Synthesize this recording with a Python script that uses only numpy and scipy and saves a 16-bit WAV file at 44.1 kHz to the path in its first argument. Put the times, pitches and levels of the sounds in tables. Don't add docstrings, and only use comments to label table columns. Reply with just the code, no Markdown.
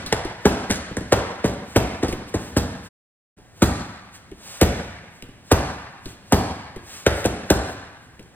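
import sys
import numpy as np
from scipy import signal
from scipy.fft import rfft, irfft, next_fast_len
from scipy.io import wavfile
from scipy.ndimage import uniform_filter1d

SR = 44100
rng = np.random.default_rng(int(sys.argv[2]) if len(sys.argv) > 2 else 0)


def unload_audio(sound):
    columns = np.transpose(np.atleast_2d(sound))
    steps = np.round(np.clip(columns, -1, 1) * 32767)
    wavfile.write(sys.argv[1], SR, steps.astype(np.int16))


N = 368235

# touch_s, full_contact_s (after touch),
# pop_pitch_hz, pop_half_length_s, pop_db, thump_db, slap_db, crackle_db, slap_length_s, smack_pitch_hz, smack_db
PUNCH_EVENTS = [(-.2, .006, 324, .005, -2.5, -11.5, -26.5, -30.5, 0.016, 1500, -18),
                (0.1249, 0.0019, 800, 0.001, -3, -20.5, -28.5, -37, 0.0037, 960, -14),
                (.453, .0055, 306, 0.003, 0, -14.5, -28, -34.5, 0.011, 1620, -22),
                (.7014, .0077, 298, 0.0057, -15, -22, -31.5, -35.5, 0.028, 1870, -23),
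                (0.9673, .006, 370, 0.0072, -16.5, -24, -47.5, -44, 0.0051, 1770, -17.5),
                (1.122, 0.0065, 438, 0.0029, -1, -15.5, -25.5, -35.5, 0.0091, 1070, -10.5),
                (1.4419, .005, 347, 0.0058, -6.5, -18.5, -33.5, -44.5, 0.041, 1880, -22),
                (1.759, .0054, 372, .0015, 1, -12, -28.5, -34.5, 0.012, 2340, -11),
                (2.0267, .0097, 306, .0044, -9, -20, -37.5, -49, 0.04, 1950, -24),
                (2.339, .0099, 306, 0.0061, -13.5, -21, -39.5, -49.5, 0.021, 1720, -28),
                (2.5645, .006, 288, .0047, -6.5, -13, -33.5, -37, 0.023, 1700, -18),
                (3.6199, 0.00725, 284, .003, -2.5, -10.5, -29.5, -31, 0.0097, 1218, -11),
                (4.6117, 0.00862, 366, 0.0083, -4, -9, -27, -31.5, 0.014, 2070, -9),
                (5.514, 0.00792, 373, 0.0098, -5.5, -10, -25.5, -31.5, 0.0082, 910, -5),
                (6.322, 0.0071, 320, .0053, -2.5, -11.5, -27.5, -31.5, 0.01, 790, -5.5),
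                (7.064, 0.00548, 466, 0.0036, -4, -14, -27.5, -39, 0.0075, 1750, -6.5),
                (7.251, 0.00516, 427, 0.0061, -6.5, -18, -35.5, -36, 0.0098, 850, -21),
                (7.5008, 0.00867, 375, 0.0038, -2, -13, -29, -31.5, 0.0071, 1540, -10)]
# start_s, thud_db, tick_db, tick_length_s, tick_pitch_hz
TAP_EVENTS = [(0.0617, -32, -28, 0.013, 4300), (0.2485, -22, -33, 0.0082, 4650),
              (.697, -19, -29.5, 0.0061, 1886), (0.91, -24.5, -49, 0.0079, 1500),
              (1.008, -25.5, -42.5, .006, 1610), (2.082, -19, -30, 0.012, 4900),
              (2.126, -20, -25.5, 0.0042, 2330), (3.386, -45.5, -51.5, 0.0026, 800),
              (4.315, -31.5, -43, 0.0034, 2950), (5.224, -30.5, -28.5, 0.0017, 2725),
              (5.287, -36, -54, 0.0091, 500), (6.057, -25, -32.5, 0.0043, 4160),
              (6.761, -26, -39, 0.0082, 2170), (7.243, -27, -25.5, 0.0054, 2880),
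              (8.194, -34.5, -40.5, 0.0051, 2560), (8.227, -46, -44, .002, 6950)]
# fastest_s, half_length_s, level_db
BODY_TURNS = [(1.71, 0.045, -43), (2.11, .03, -37), (2.29, .015, -40), (2.44, 0.085, -39.5),
              (2.86, .03, -43), (4.155, .025, -40), (4.52, 0.1, -35), (5.16, .05, -51.5),
              (6.09, 0.048, -40.5), (6.95, 0.085, -35), (7.18, 0.065, -34), (7.7, .04, -40.5),
              (8.04, 0.027, -54)]
# offset_s (from touch), half_length_s, level_db (against thump)
ARM_MOVES = [(-.02, 0.044, -36.5), (0.137, .15, -35.5)]

# frequency_hz, relative_level_db
SLAP_SPECTRUM = [(200, -9), (550, 8), (800, -3), (1150, -1.5), (1600, 3.5), (2600, -4), (4000, -6),
                 (6000, -7.5), (10000, -20), (16000, -38)]
# frequency_hz, relative_level_db
CRACKLE_SPECTRUM = [(1500, -7), (4000, 5), (6000, 5.5), (8500, 5), (11000, -2.5), (15000, -2),
                    (17000, -9.5)]
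# frequency_hz, relative_level_db
KNOCK_SPECTRUM = [(60, -36), (170, -3), (270, 0.5), (480, 1), (620, -5), (780, -3), (1200, -13),
                  (3000, -45.5), (8000, -67)]
# frequency_hz, relative_level_db
THUD_SPECTRUM = [(50, 0.5), (120, -3), (200, -2), (310, 1), (500, -9), (900, -36), (3000, -27), (8000, -62)]
# frequency_hz, relative_level_db
CLOTH_SPECTRUM = [(100, -33.5), (500, -3.5), (1700, -3.5), (3200, -4), (5500, -3.5), (8500, -3),
                  (11000, -13), (15000, -7)]
# frequency_hz, relative_level_db
AIR_SPECTRUM = [(15, -30.5), (25, -14), (92, -0.5), (373, -13), (545, -16), (734, -14), (1290, -24.5),
                (1650, -17.5), (2410, -26.5), (9570, -33.5), (11900, -42.5), (16000, -33.5)]

# delay_s (before random variation), level_db
EARLY_ECHOES = [(.0062, -20), (.0095, -16), (0.0172, -22.5), (0.033, -36), (.044, -27.5)]
# frequency_hz, energy_db (against the direct sound), t60_s
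HALL_BANDS = [(41.2, -7.5, 0.25), (62.5, 4.5, .6), (83.5, 2, 0.49), (121, -3.5, 0.72), (170, -1.5, 0.97),
              (338, -9, 0.59), (560, -3.5, 0.77), (1000, -0.5, 1.25), (2125, -2.5, 1.55),
              (4240, -4.5, 1.08), (8750, -9, 0.66), (15000, -5.5, 0.18)]
# frequency_hz, share (0-1)
SHARED_POWER = [(60, 0.98), (250, 1), (550, 0.88), (1100, 0.73), (2500, 0.2), (4500, 0.7), (8000, 0.8)]
# frequency_hz, level_db
MIC_RESPONSE = [(20, -1), (50, 0.5), (10000, 1), (11100, -6.5), (11900, -37), (12900, -3), (14000, -0.5),
                (15700, -4), (16300, -3.5)]

LEAD = 0.03
POP_GLIDE = 1.65
MEDIUM_THUMP_DB, TREBLE_DB, TREBLE_PER_DB = -14, 4, 0.74
RUSTLE_DB = -63.5
AIR_DB = -51
EDGE_HZ = 16600


def amp(db):
    return 10 ** (np.asarray(db) / 20)


def evened(x):
    return x / np.sqrt(np.mean(x ** 2) + 1e-20)


def read(points, hz):
    f, value = np.transpose(points)
    return np.interp(np.log(hz + 1), np.log(f + 1), value)


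def colour(x, points):
    size = next_fast_len(x.shape[-1])
    gain = amp(read(points, np.fft.rfftfreq(size, 1 / SR)))
    return irfft(rfft(x, size) * gain, size)[..., :x.shape[-1]]


def add(mix, s, sound):
    part = mix[:, max(round(s * SR), 0):][:, :sound.shape[-1]]
    part += sound[..., :part.shape[-1]]


def grains(size, spectrum, spread_db):
    snap_db = spread_db * np.minimum(rng.exponential(1, size), 4)
    snaps = rng.standard_normal(size) * amp(snap_db)
    return evened(colour(snaps, spectrum))


def dive(t, peak, hz, glide):
    turns = np.cumsum(hz * (2 / (1 + t / peak)) ** glide) / SR
    return 2 * np.pi * (turns - np.interp(peak, t, turns))


def swell(t, peak, sharp):
    return (t / peak * np.exp(1 - t / peak)) ** sharp


def punch(contact, hz, half, pop_db, thump_db, slap_db, crackle_db, length, smack_hz, smack_db):
    clock = np.arange(SR // 7) / SR - LEAD
    t, size = np.maximum(clock, 0), len(clock)
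    contact, half, length = np.maximum([contact, half, length], 1e-3)

    first = min(contact, 0.006) / 2
    burst = np.exp(-((clock - first) * smack_hz / 1.8) ** 2)
    smack = amp(smack_db - 3) * burst * np.sin(dive(t, first, smack_hz, glide=0.97))

    squeeze = np.exp(-((clock - contact) / half) ** 2) * (1 - np.exp(-(t / 0.0023) ** 2))
    pop = -amp(pop_db - 2.5) * squeeze * np.cos(dive(t, contact, hz, POP_GLIDE))

    bottom = contact + 0.01097
    steady_phase = 2 * np.pi * (49 * t + rng.random())
    foam = np.cos(dive(t, bottom, hz=41.7, glide=4.06) + steady_phase)
    thump = amp(thump_db - 0.5) * swell(t, bottom, sharp=3.2) * foam

    knock_noise = grains(size, KNOCK_SPECTRUM, spread_db=3.5)
    knocks = amp(pop_db - 13) * swell(t, contact + 0.0025, sharp=1.64) * knock_noise

    touch = np.exp(-(t / length) ** 1.09) * (1 - np.exp(-t / 0.0012))
    touch /= np.sqrt(np.sum(touch ** 2) / (0.027 * SR))
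    rush = 0.55 * np.exp(np.minimum(clock, 0) / 0.0054) * (clock < contact)
    spread = 0.46 * swell(t, contact + 0.005, sharp=2.2)
    slap = amp(slap_db + 3) * (touch + rush + spread) * grains(size, SLAP_SPECTRUM, spread_db=5.5)

    drift = evened(uniform_filter1d(rng.standard_normal(size), size=60))
    clumps = evened(amp(5.56 * drift))
    treble_db = TREBLE_DB + TREBLE_PER_DB * (thump_db - MEDIUM_THUMP_DB)
    creases = grains(size, CRACKLE_SPECTRUM, spread_db=1)
    creases = evened(colour(creases, [(10000, 0), (13000, treble_db)]))
    crackle = amp(crackle_db + 10) * touch * clumps * creases
    return smack + pop + thump + knocks + slap + crackle


def nearby(sound):
    out = np.pad(sound, (0, SR // 10))[None]
    for delay, db in EARLY_ECHOES:
        add(out, delay * rng.uniform(0.8, 1.2), amp(db) * sound)
    return out


def hall(x, build=0.005):
    size = SR * 5 // 4
    drift = evened(uniform_filter1d(rng.standard_normal(size), size=130))
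    bunches = evened(amp(2.93 * drift))
    bands = np.array(HALL_BANDS)
    noise = bunches * colour(rng.standard_normal((3, size)), bands[:, :2])
    hz, t, z = signal.stft(noise, SR, nperseg=512)
    shared = np.clip(read(SHARED_POWER, hz), 0, 1)[:, None]
    t60 = read(bands[:, ::2], hz)[:, None]
    z = np.sqrt(shared) * z[0] + np.sqrt(1 - shared) * z[1:]
    unit_energy = np.sqrt(2 * np.log(1000) / (t60 * SR))
    z = z * amp(-60 * t / t60) * unit_energy
    response = signal.istft(z, SR, nperseg=512)[1][:, :size]
    response *= 1 - np.exp(-(np.arange(size) / SR / build) ** 2)
    return signal.fftconvolve(x[None], response, axes=1)[:, :len(x)]


def clothes():
    moves = list(BODY_TURNS)
    for row in PUNCH_EVENTS:
        start, thump_db = row[0], row[5]
        moves += [(start + offset, half, thump_db + db) for offset, half, db in ARM_MOVES]
    t = np.arange(N) / SR
    power = amp(RUSTLE_DB) ** 2
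    for s, half, db in moves:
        bump = np.exp(-np.minimum(((t - s) / half) ** 2, 20))
        power = power + (amp(db) * bump) ** 2
    return amp(-4) * np.sqrt(power) * grains(N, CLOTH_SPECTRUM, spread_db=2.5)


def room_air():
    common, left, right = colour(rng.standard_normal((3, N)), AIR_SPECTRUM)
    return amp(AIR_DB) * evened(common + 0.47 * np.array([left, right]))


def tap(thud_db, tick_db, length, tick_hz):
    t = np.arange(3072) / SR
    thud_noise = grains(len(t), THUD_SPECTRUM, spread_db=5)
    thud = amp(thud_db - 3.5) * swell(t, 0.0052, sharp=0.89) * thud_noise
    resonance = [(tick_hz / 2, -13), (tick_hz, 0), (tick_hz * 1.4, -10), (17000, -16)]
    decay = np.exp(-t / max(length, 1e-3))
    tick = amp(tick_db) * decay * grains(len(t), resonance, spread_db=3)
    return thud + tick


def drill(swish):
    mix = np.zeros((1, SR + N))
    add(mix, 1, swish)
    for s, *blow in PUNCH_EVENTS:
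        add(mix, 1 + s - LEAD, nearby(punch(*blow)))
    for s, *touch in TAP_EVENTS:
        add(mix, 1 + s, nearby(tap(*touch)))
    return mix[0]


def scene(count=4):
    swish = clothes()
    directions = [drill(swish) for _ in range(count)]
    tail = sum(hall(sound) for sound in directions) / np.sqrt(count)
    return (directions[0] + tail)[:, SR:] + room_air()


def record(dry):
    lag = 4
    pair = np.array([dry[0] * amp(0.06), np.roll(dry[1], lag)])
    ports = colour(pair, MIC_RESPONSE)
    overload = np.sqrt(np.sqrt(1 + np.square(np.square(ports / 0.95))))
    live = np.interp(np.arange(N) / SR, [2.87, 2.89, 3.365, 3.38], [1, 0, 0, 1])
    low_pass = signal.firwin(511, EDGE_HZ, window=("kaiser", 9), fs=SR)
    return signal.oaconvolve(ports / overload * live, low_pass[None], "same")


dry = scene()
out = record(dry)
unload_audio(out)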